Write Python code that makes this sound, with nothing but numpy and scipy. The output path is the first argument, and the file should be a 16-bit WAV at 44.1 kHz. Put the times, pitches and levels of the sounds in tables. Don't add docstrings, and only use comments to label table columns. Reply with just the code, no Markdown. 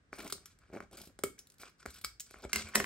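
import sys
import numpy as np
from scipy import signal
from scipy.fft import rfft, irfft, next_fast_len
from scipy.io import wavfile
from scipy.ndimage import uniform_filter1d

SR = 44100
rng = np.random.default_rng(int(sys.argv[2]) if len(sys.argv) > 2 else 0)


def boost_factor(decibels):
    exponent = np.asarray(decibels, float) / 20
    return 10 ** exponent


def to_wav(sig):
    pcm = np.clip(np.atleast_2d(sig), -1, 1) * 32767
    pcm = np.round(pcm).astype(np.int16)
    wavfile.write(sys.argv[1], SR, pcm.T)


N = 125685

# [f/Hz, level/dB per Hz]
AIR_SPECTRUM = [(18, -32), (34, -6), (55, 1.5), (110, -7.5), (395, -20.5), (918, -31), (1560, -24),
                (3000, -37), (9300, -41.5), (13000, -80)]
# [t/s, level/dB re room tone]
ARM_RUMBLE = [
    (0, -3),
    (.6, 3.5),
    (1.0, -1.5),
    (1.3, 2),
    (1.5, -20),
    (1.8, -8),
    (2.0, -1.5),
]
# [f/Hz, t60/s]
ROOM_DECAY = [(100, 0.5), (500, 0.16), (2000, 0.24), (6000, 0.27), (12000, 0.19)]
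# [f/Hz, likeness 0..1]
ROOM_LIKENESS = [(150, .9), (600, .2), (5000, .1), (8000, .95), (9500, 1)]
# [f/Hz, phase/rad]
PORT_LEAD = [(0, 0), (2000, -.3), (5000, -1.3), (6500, -1.9), (8200, 0), (10150, 3.14), (12000, 6.28),
             (15600, 12.5)]
# [f/Hz, phase/rad]
TABLE_LEAD = [(0, 0), (300, .45), (600, 1), (1200, 1.5), (3500, 1.3), (5500, -1), (8000, 0)]
HAND_PAN = np.array([[.45], [-.45]])
# [t/s, level/dB, f/Hz]
ARM_JOLTS = [
    (1.252, -39, 91),
    (1.869, -30.5, 69),
    (2.051, -38, 60),
    (2.116, -43, 48.5),
    (2.362, -38, 54.4),
    (2.448, -27.5, 59),
    (2.562, -27.5, 76),
    (2.642, -30, 81),
    (2.77, -44, 70),
    (2.817, -28.5, 80),
]
# [t/s, crack level/dB, thump/dB re crack, knock/dB re crack]
HANDLE_LANDINGS = [
    (2.7365, -63, -10, 20),
    (2.7465, -43, -18, 7),
    (2.7512, -20, -4.5, -7.5),
    (2.7552, -8.5, -70, -8.5),
    (2.8007, -26, -2, 2.5),
    (2.8036, -31, -1, -39),
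    (2.8325, -44, -10, 0),
    (2.8424, -32.5, -5, 2.5),
]
# [t/s, crack level/dB, thump/dB re crack, knock/dB re crack]
TIP_LANDINGS = [
    (2.5312, -14.5, -23, -10.5),
    (2.5594, -16, -18.5, -10),
    (2.5915, -38, -19, -2),
    (2.6084, -39.5, -1, -11),
]
# [t/s, crack level/dB, thump/dB re crack, knock/dB re crack]
PIVOT_TICKS = [
    (0.5883, -54, -18, -18),
    (1.4706, -49, -42, -48),
    (1.5004, -48, -29, -43),
    (1.5203, -50, -35, -30),
    (1.5414, -55.5, -33, -18),
    (1.5831, -49.5, -29, -29),
    (1.7835, -64, -23, -16),
]
# [t/s, crack level/dB, thump/dB re crack, knock/dB re crack]
CARD_BUMPS = [(0.1295, -48, 12.5, 11.5), (0.38, -56, 5, -2.5), (0.7005, -70, 22.5, 7),
              (0.7155, -65, 14, -5), (0.729, -69.5, 33.5, -8), (0.734, -57, 17, 6), (0.74, -59.5, 28, 0),
              (0.7515, -60.5, 26, 10.5), (0.762, -56.5, 26.5, -12), (0.771, -56, 22.5, 11.5),
              (0.804, -48, 13, 9), (0.824, -70.5, -7.5, 16.5), (0.9124, -53, 3, -13),
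              (1.1897, -39, 0, -9.5), (1.6334, -50, 5, 7.5), (1.8556, -47, 11, -2),
              (1.8599, -33.5, 1.5, -2), (2.274, -58, -22, -13), (2.3095, -48, -1.5, -7.5),
              (2.3422, -56, 10, 10.5), (2.422, -50, -2, -18), (2.4385, -56, -26, 5.5),
              (2.4495, -54, 25.5, 5)]
# [start t/s, length/s, fizz level/dB, thump/dB re fizz, knock/dB re fizz]
PAPER_STROKES = [(0.121, 0.049, -59.5, 4, -3), (0.177, 0.11, -62.5, 10.5, 5), (0.316, 0.13, -82, 12, 10),
                 (0.446, 0.1, -72, -17, -1), (0.598, 0.15, -82.5, 7, 9.5), (0.723, 0.071, -65.5, 10, 8),
                 (0.794, 0.059, -74, 18, -7), (0.916, 0.053, -64, 5, -3), (0.969, 0.093, -66, 8.5, -1.5),
                 (1.078, 0.043, -85.5, 19, 15), (1.591, 0.11, -62.5, -5.5, 1), (1.787, 0.055, -64.5, -3, 2),
                 (1.865, 0.13, -62.5, -42, -3.5), (2.07, 0.062, -80, -21, 7),
                 (2.257, 0.103, -61.5, -19, -7.5), (2.352, 0.071, -69.5, 7.5, 4.5),
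                 (2.42, 0.05, -57.5, 5, -1), (2.485, 0.091, -61, -1, 2), (2.537, 0.1, -46, -8.5, -2.5),
                 (2.629, 0.15, -61, 0, 5.5), (2.745, 0.1, -49, 8.5, -18)]
# [t/s, crack level/dB, thump/dB re crack, knock/dB re crack, burst/s]
FIBRE_RIPS = [(0.15, -48, -11, -4, 0.0085), (0.184, -42.5, 4, -4.5, 0.003), (0.2, -45.5, -22, -16, 0.0038),
              (0.221, -47.5, -11, -23, 0.0033), (0.243, -43, -18, -18, 0.0021),
              (0.257, -48.5, -23, -11, 0.0062), (0.275, -38, -35, -37, 0.0015),
              (0.2985, -37.5, -9, -7.5, 0.0029), (0.927, -51.5, 1, -14, 0.0034),
              (0.949, -57, -8, -15, 0.0036), (0.97, -41.5, -17, -18, 0.0025), (0.977, -46, -2.5, -6, 0.005),
              (0.985, -49, -15, -6, 0.0015), (0.998, -46, -18, -10, 0.0029), (1.014, -40, -7, -30, 0.0014),
              (1.036, -51, -13, -9, 0.0036), (1.051, -48, -23, -20, 0.0044), (1.072, -48, 5, -15, 0.0011),
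              (1.379, -53.5, -30, -6.5, 0.0061), (1.596, -49, -30, -8, 0.0083),
              (1.613, -44, -13, -11, 0.0035), (1.692, -55.5, -29, -7, 0.0027), (1.9, -45.5, -36, -15, .004),
              (1.94, -46, -30, -24, 0.0024), (1.956, -47.5, -28, -10, 0.0057),
              (1.983, -44.5, -30, -13, 0.0025), (2.012, -44, -11, -19, 0.0018),
              (2.039, -42, -19, -6, 0.0045), (2.384, -55.5, -16, -12, .002),
              (2.686, -43.5, -30, -22, 0.0011)]
# [t/s, crack level/dB, card thump/dB re crack, knock/dB re crack, brightest band f/Hz]
BLADE_SNAPS = [
    (0.3236, -21.5, -14, -20.5, 4890),
    (0.4568, -38, -24, -21.5, 5900),
    (1.2362, -15.5, -3.5, -15.5, 12050),
    (1.3895, -35, -25, -48, 5930),
    (2.0458, -22, -48, -13.5, 4840),
    (2.1975, -32, -77, -52, 6500),
    (2.204, -31, -65, -55, 7740),
]
# [f/Hz, level/dB, t60/s]
CARD_LOW = [(210, -5, 0.017), (381, 9.5, 0.009), (557, -1, 0.044), (652, 7, 0.0085)]
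CARD_MID = [(788, -1.5, 0.023), (1008, 6, 0.013), (1428, 18.5, 0.0083), (2292, 14, 0.011)]
# [f/Hz, level/dB, t60/s]
FLAP_LOW = [(265, -10.5, 0.041), (387, -1.5, 0.044), (593, 1.5, 0.017)]
FLAP_MID = [(1208, -2, 0.013), (1384, -0.5, 0.01), (2226, -6.5, 0.03)]
# [f/Hz, level/dB, t60/s]
TABLE_LOW = [(213, -3.5, 0.36), (397, -1, 0.081), (727, 8, 0.014)]
# [f/Hz, level/dB, t60/s]
HANDLE_MID = [(1075, 2, .02), (1450, 5, .012), (1800, 9, .014), (2090, 5, .02), (2460, 3, .012),
              (3070, 0, .015)]
BLADE_MID = [(1044, -4, 0.021), (2069, 4, 0.038), (2780, 7, 0.016), (1620, 2, 0.016)]
STEEL = [(4590, 0, .07), (6060, 0, .06)]
# [f/Hz, level/dB]
CRACK_SPECTRUM = [(1000, -21), (3200, -0.5), (4900, 3.5), (7000, 1.5), (11500, 3), (13000, -11),
                  (15600, -4.5), (16800, -43)]
# [f/Hz, level/dB]
RUB_TILT = [(5000, 3), (9000, -2), (13000, -17)]
# [f/Hz, level/dB]
RIP_TILT = [(2500, 3), (5000, -1.5), (7000, -3.5), (13000, 0.5)]

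HIT_LEN = 6000
LANDING_S = 0.00061


def evened(x):
    return x / np.sqrt(np.mean(x ** 2) + 1e-20)


def peaked(x):
    return x[:HIT_LEN] / abs(x).max()


def read(points, hz):
    f, value = np.transpose(points)
    return np.interp(np.log(hz + 1), np.log(f + 1), value)


def add(mix, s, sound):
    part = mix[max(round(s * SR), 0):][:len(sound)]
    part += sound[:len(part)]


def colour(x, points):
    size = next_fast_len(len(x) + 256)
    gain = boost_factor(read(points, np.fft.rfftfreq(size, 1 / SR)))
    return irfft(rfft(x, size) * gain, size)[:len(x)]


def unstriped(x):
    z = rfft(x)
    smooth = irfft(z / uniform_filter1d(abs(z), size=60), len(x))
    return smooth * (np.arange(len(x)) < len(x) // 2)


def patchy(x):
    z = signal.stft(x, nperseg=256)[2]
    patches = uniform_filter1d(rng.standard_normal(z.shape), size=7, axis=0)
    patches = evened(uniform_filter1d(patches, size=6, axis=1))
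    return signal.istft(z * boost_factor(3.5 * patches), nperseg=256)[1][:N]


def ports(x, points):
    size = next_fast_len(N + 2048)
    lead = np.interp(np.fft.rfftfreq(size, 1 / SR), *np.transpose(points))
    lead = lead * np.array([[-.5], [.5]])
    return irfft(rfft(x, size) * np.exp(1j * lead), size)[:, :N]


def air():
    middle, side = rng.standard_normal((2, N))
    low = signal.sosfilt(signal.butter(2, 250, fs=SR, output="sos"), middle)
    rumble_db = np.interp(np.arange(N) / SR, *np.transpose(ARM_RUMBLE))
    middle = colour(middle + low * (boost_factor(rumble_db) - 1), AIR_SPECTRUM)
    side = colour(colour(side, AIR_SPECTRUM), [(150, -12), (1000, 0.5), (6000, 0.5), (9000, -43)])
    return boost_factor(-68) * evened(np.array([middle + side, middle - side]))


def room(x):
    taps = np.zeros((2, SR // 2))
    at = np.arange(160, SR // 2 - 20, 20) + rng.integers(0, 20, (2, (SR // 2 - 161) // 20))
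    np.put_along_axis(taps, at, rng.choice([-1., 1.], at.shape), 1)
    hz, t, z = signal.stft(taps, SR, nperseg=256)
    same = np.clip(read(ROOM_LIKENESS, hz), 0, 1)[:, None]
    z[1] = same * z[0] + np.sqrt(1 - same ** 2) * z[1]
    decay = boost_factor(-60 * t / read(ROOM_DECAY, hz)[:, None])
    tail = signal.istft(z * decay, SR, nperseg=256)[1]
    return signal.fftconvolve(x[None], tail / np.linalg.norm(tail[0]), axes=1)[:, :N]


def jolts():
    t, out = np.arange(9000) / SR, np.zeros(N)
    rise_s, t60_s = 0.003, 0.14
    for s, db, hz in ARM_JOLTS:
        swell = 1 - np.exp(-t / rise_s)
        add(out, s, swell * boost_factor(db - 11.5 - 60 * t / t60_s) * np.sin(2 * np.pi * hz * t))
    return out


def ring(modes):
    t, out = np.arange(HIT_LEN) / SR, np.zeros(HIT_LEN)
    for k, (hz, db, t60) in enumerate(modes):
        detuned = hz * (1 + .05 * (rng.random() - .5))
        out += (-1) ** k * boost_factor(db - 60 * t / max(t60, .004)) * np.sin(2 * np.pi * detuned * t)
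    return out


def hit(crack_db, thump_db, knock_db, burst_s, low, mid, steel, rise, tone):
    t = np.arange(HIT_LEN) / SR
    u = t / max(burst_s, 2e-4)
    shape = (1 - np.exp(-u / max(rise, .02))) ** 2 * np.exp(-u)
    rattle = boost_factor(-19.5) * (1 - np.exp(-u)) * np.exp(-t / 0.0064)
    push = (shape + rattle) * rng.standard_normal(HIT_LEN)
    shove = np.diff(shape, prepend=0) * (1 + 0.77 * rng.standard_normal(HIT_LEN))
    crack = peaked(colour(colour(unstriped(push), CRACK_SPECTRUM), tone))
    sing = peaked(signal.fftconvolve(push, ring(STEEL)))
    soft_shove = signal.fftconvolve(shove, np.hanning(SR // 900))[:HIT_LEN]
    thump = peaked(signal.fftconvolve(soft_shove, ring(low)))
    knock = peaked(signal.fftconvolve(peaked(shove) + 0.1 * peaked(push), ring(mid)))
    out = crack + steel * boost_factor(-24) * sing
    out += boost_factor(thump_db - 4) * thump + boost_factor(knock_db + 6) * knock
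    return boost_factor(crack_db) * out


def contact(mix, event, burst_s, low, mid, steel=0, rise=0.09, tilt=((0, 0), (SR, 0))):
    s, crack_db, thump_db, knock_db = event[:4]
    hz = np.arange(1, 21) * 800.
    spot = np.transpose([hz, read(tilt, hz) + 3.5 * rng.standard_normal(20)])
    add(mix, s, hit(crack_db, thump_db, knock_db, burst_s, low, mid, steel, rise, spot))


def handles_landing():
    out = np.zeros(N)
    for event in HANDLE_LANDINGS:
        contact(out, event, LANDING_S, TABLE_LOW, HANDLE_MID, steel=0.45)
    return out


def tips_landing():
    out = np.zeros(N)
    for event in TIP_LANDINGS:
        contact(out, event, LANDING_S, TABLE_LOW, BLADE_MID, steel=1)
    return out


def pivot_ticks():
    out = np.zeros(N)
    for event in PIVOT_TICKS:
        contact(out, event, 0.0017, CARD_LOW, CARD_MID)
    return out


def card_bumps():
    out = np.zeros(N)
    for event in CARD_BUMPS:
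        contact(out, event, 0.0014, CARD_LOW, CARD_MID)
    return out


def strokes():
    t, out = np.arange(N) / SR, np.zeros(N)
    clumps_per_s, clump_s, edge_s = 260, .0015, 0.0098
    slips = boost_factor(3.5 * rng.exponential(1, N)) * (rng.random(N) < clumps_per_s / SR)
    u = t[:2000] / clump_s
    clumps = evened(.7 + evened(signal.oaconvolve(slips, u * np.exp(-u))[:N]))
    click_db = 2 * np.minimum(rng.exponential(1, N), 5)
    grit = clumps * boost_factor(click_db) * rng.standard_normal(N)
    fizz = evened(patchy(colour(colour(grit, CRACK_SPECTRUM), RUB_TILT)))
    thump = evened(patchy(signal.oaconvolve(grit, ring(CARD_LOW))[:N]))
    knock = evened(patchy(signal.oaconvolve(grit, ring(CARD_MID))[:N]))
    for s, length, db, thump_db, knock_db in PAPER_STROKES:
        gate = np.clip(np.minimum((t - s) / edge_s, (s + length - t) / 0.015), 0, 1)
        out += gate * boost_factor(db) * (fizz + boost_factor(thump_db) * thump + boost_factor(knock_db) * knock)
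    return out


def rips():
    out = np.zeros(N)
    for event in FIBRE_RIPS:
        contact(out, event, event[4], CARD_LOW, CARD_MID, rise=2.5, tilt=RIP_TILT)
    return out


def snaps():
    out, tint_db = np.zeros(N), 5.5
    for event in BLADE_SNAPS:
        hz = event[4]
        tint = [(hz * 0.79, 0), (hz * .9, tint_db), (hz * 0.96, tint_db), (hz * 1.26, 0)]
        contact(out, event, 0.00087, FLAP_LOW, FLAP_MID, rise=1.2, tilt=tint)
    return out


def scene():
    table = tips_landing() + handles_landing()
    hand = pivot_ticks() + card_bumps() + strokes() + rips() + snaps()
    near = hand * boost_factor(HAND_PAN) + ports(table * boost_factor(-HAND_PAN), TABLE_LEAD)
    return near + boost_factor(-8.5) * room(hand + table) + jolts() + air()


def band_limit(x):
    return signal.sosfilt(signal.butter(12, 17010, fs=SR, output="sos"), x)


def record(dry):
    low_cut = signal.butter(3, 42, "high", fs=SR, output="sos")
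    x = signal.sosfilt(low_cut, ports(dry, PORT_LEAD))
    x = signal.oaconvolve(x, signal.firwin(255, 16500, fs=SR)[None], "same")
    mix = .5 * np.tanh(2 * x)
    return band_limit(mix)


dry = scene()
out = record(dry)
to_wav(out)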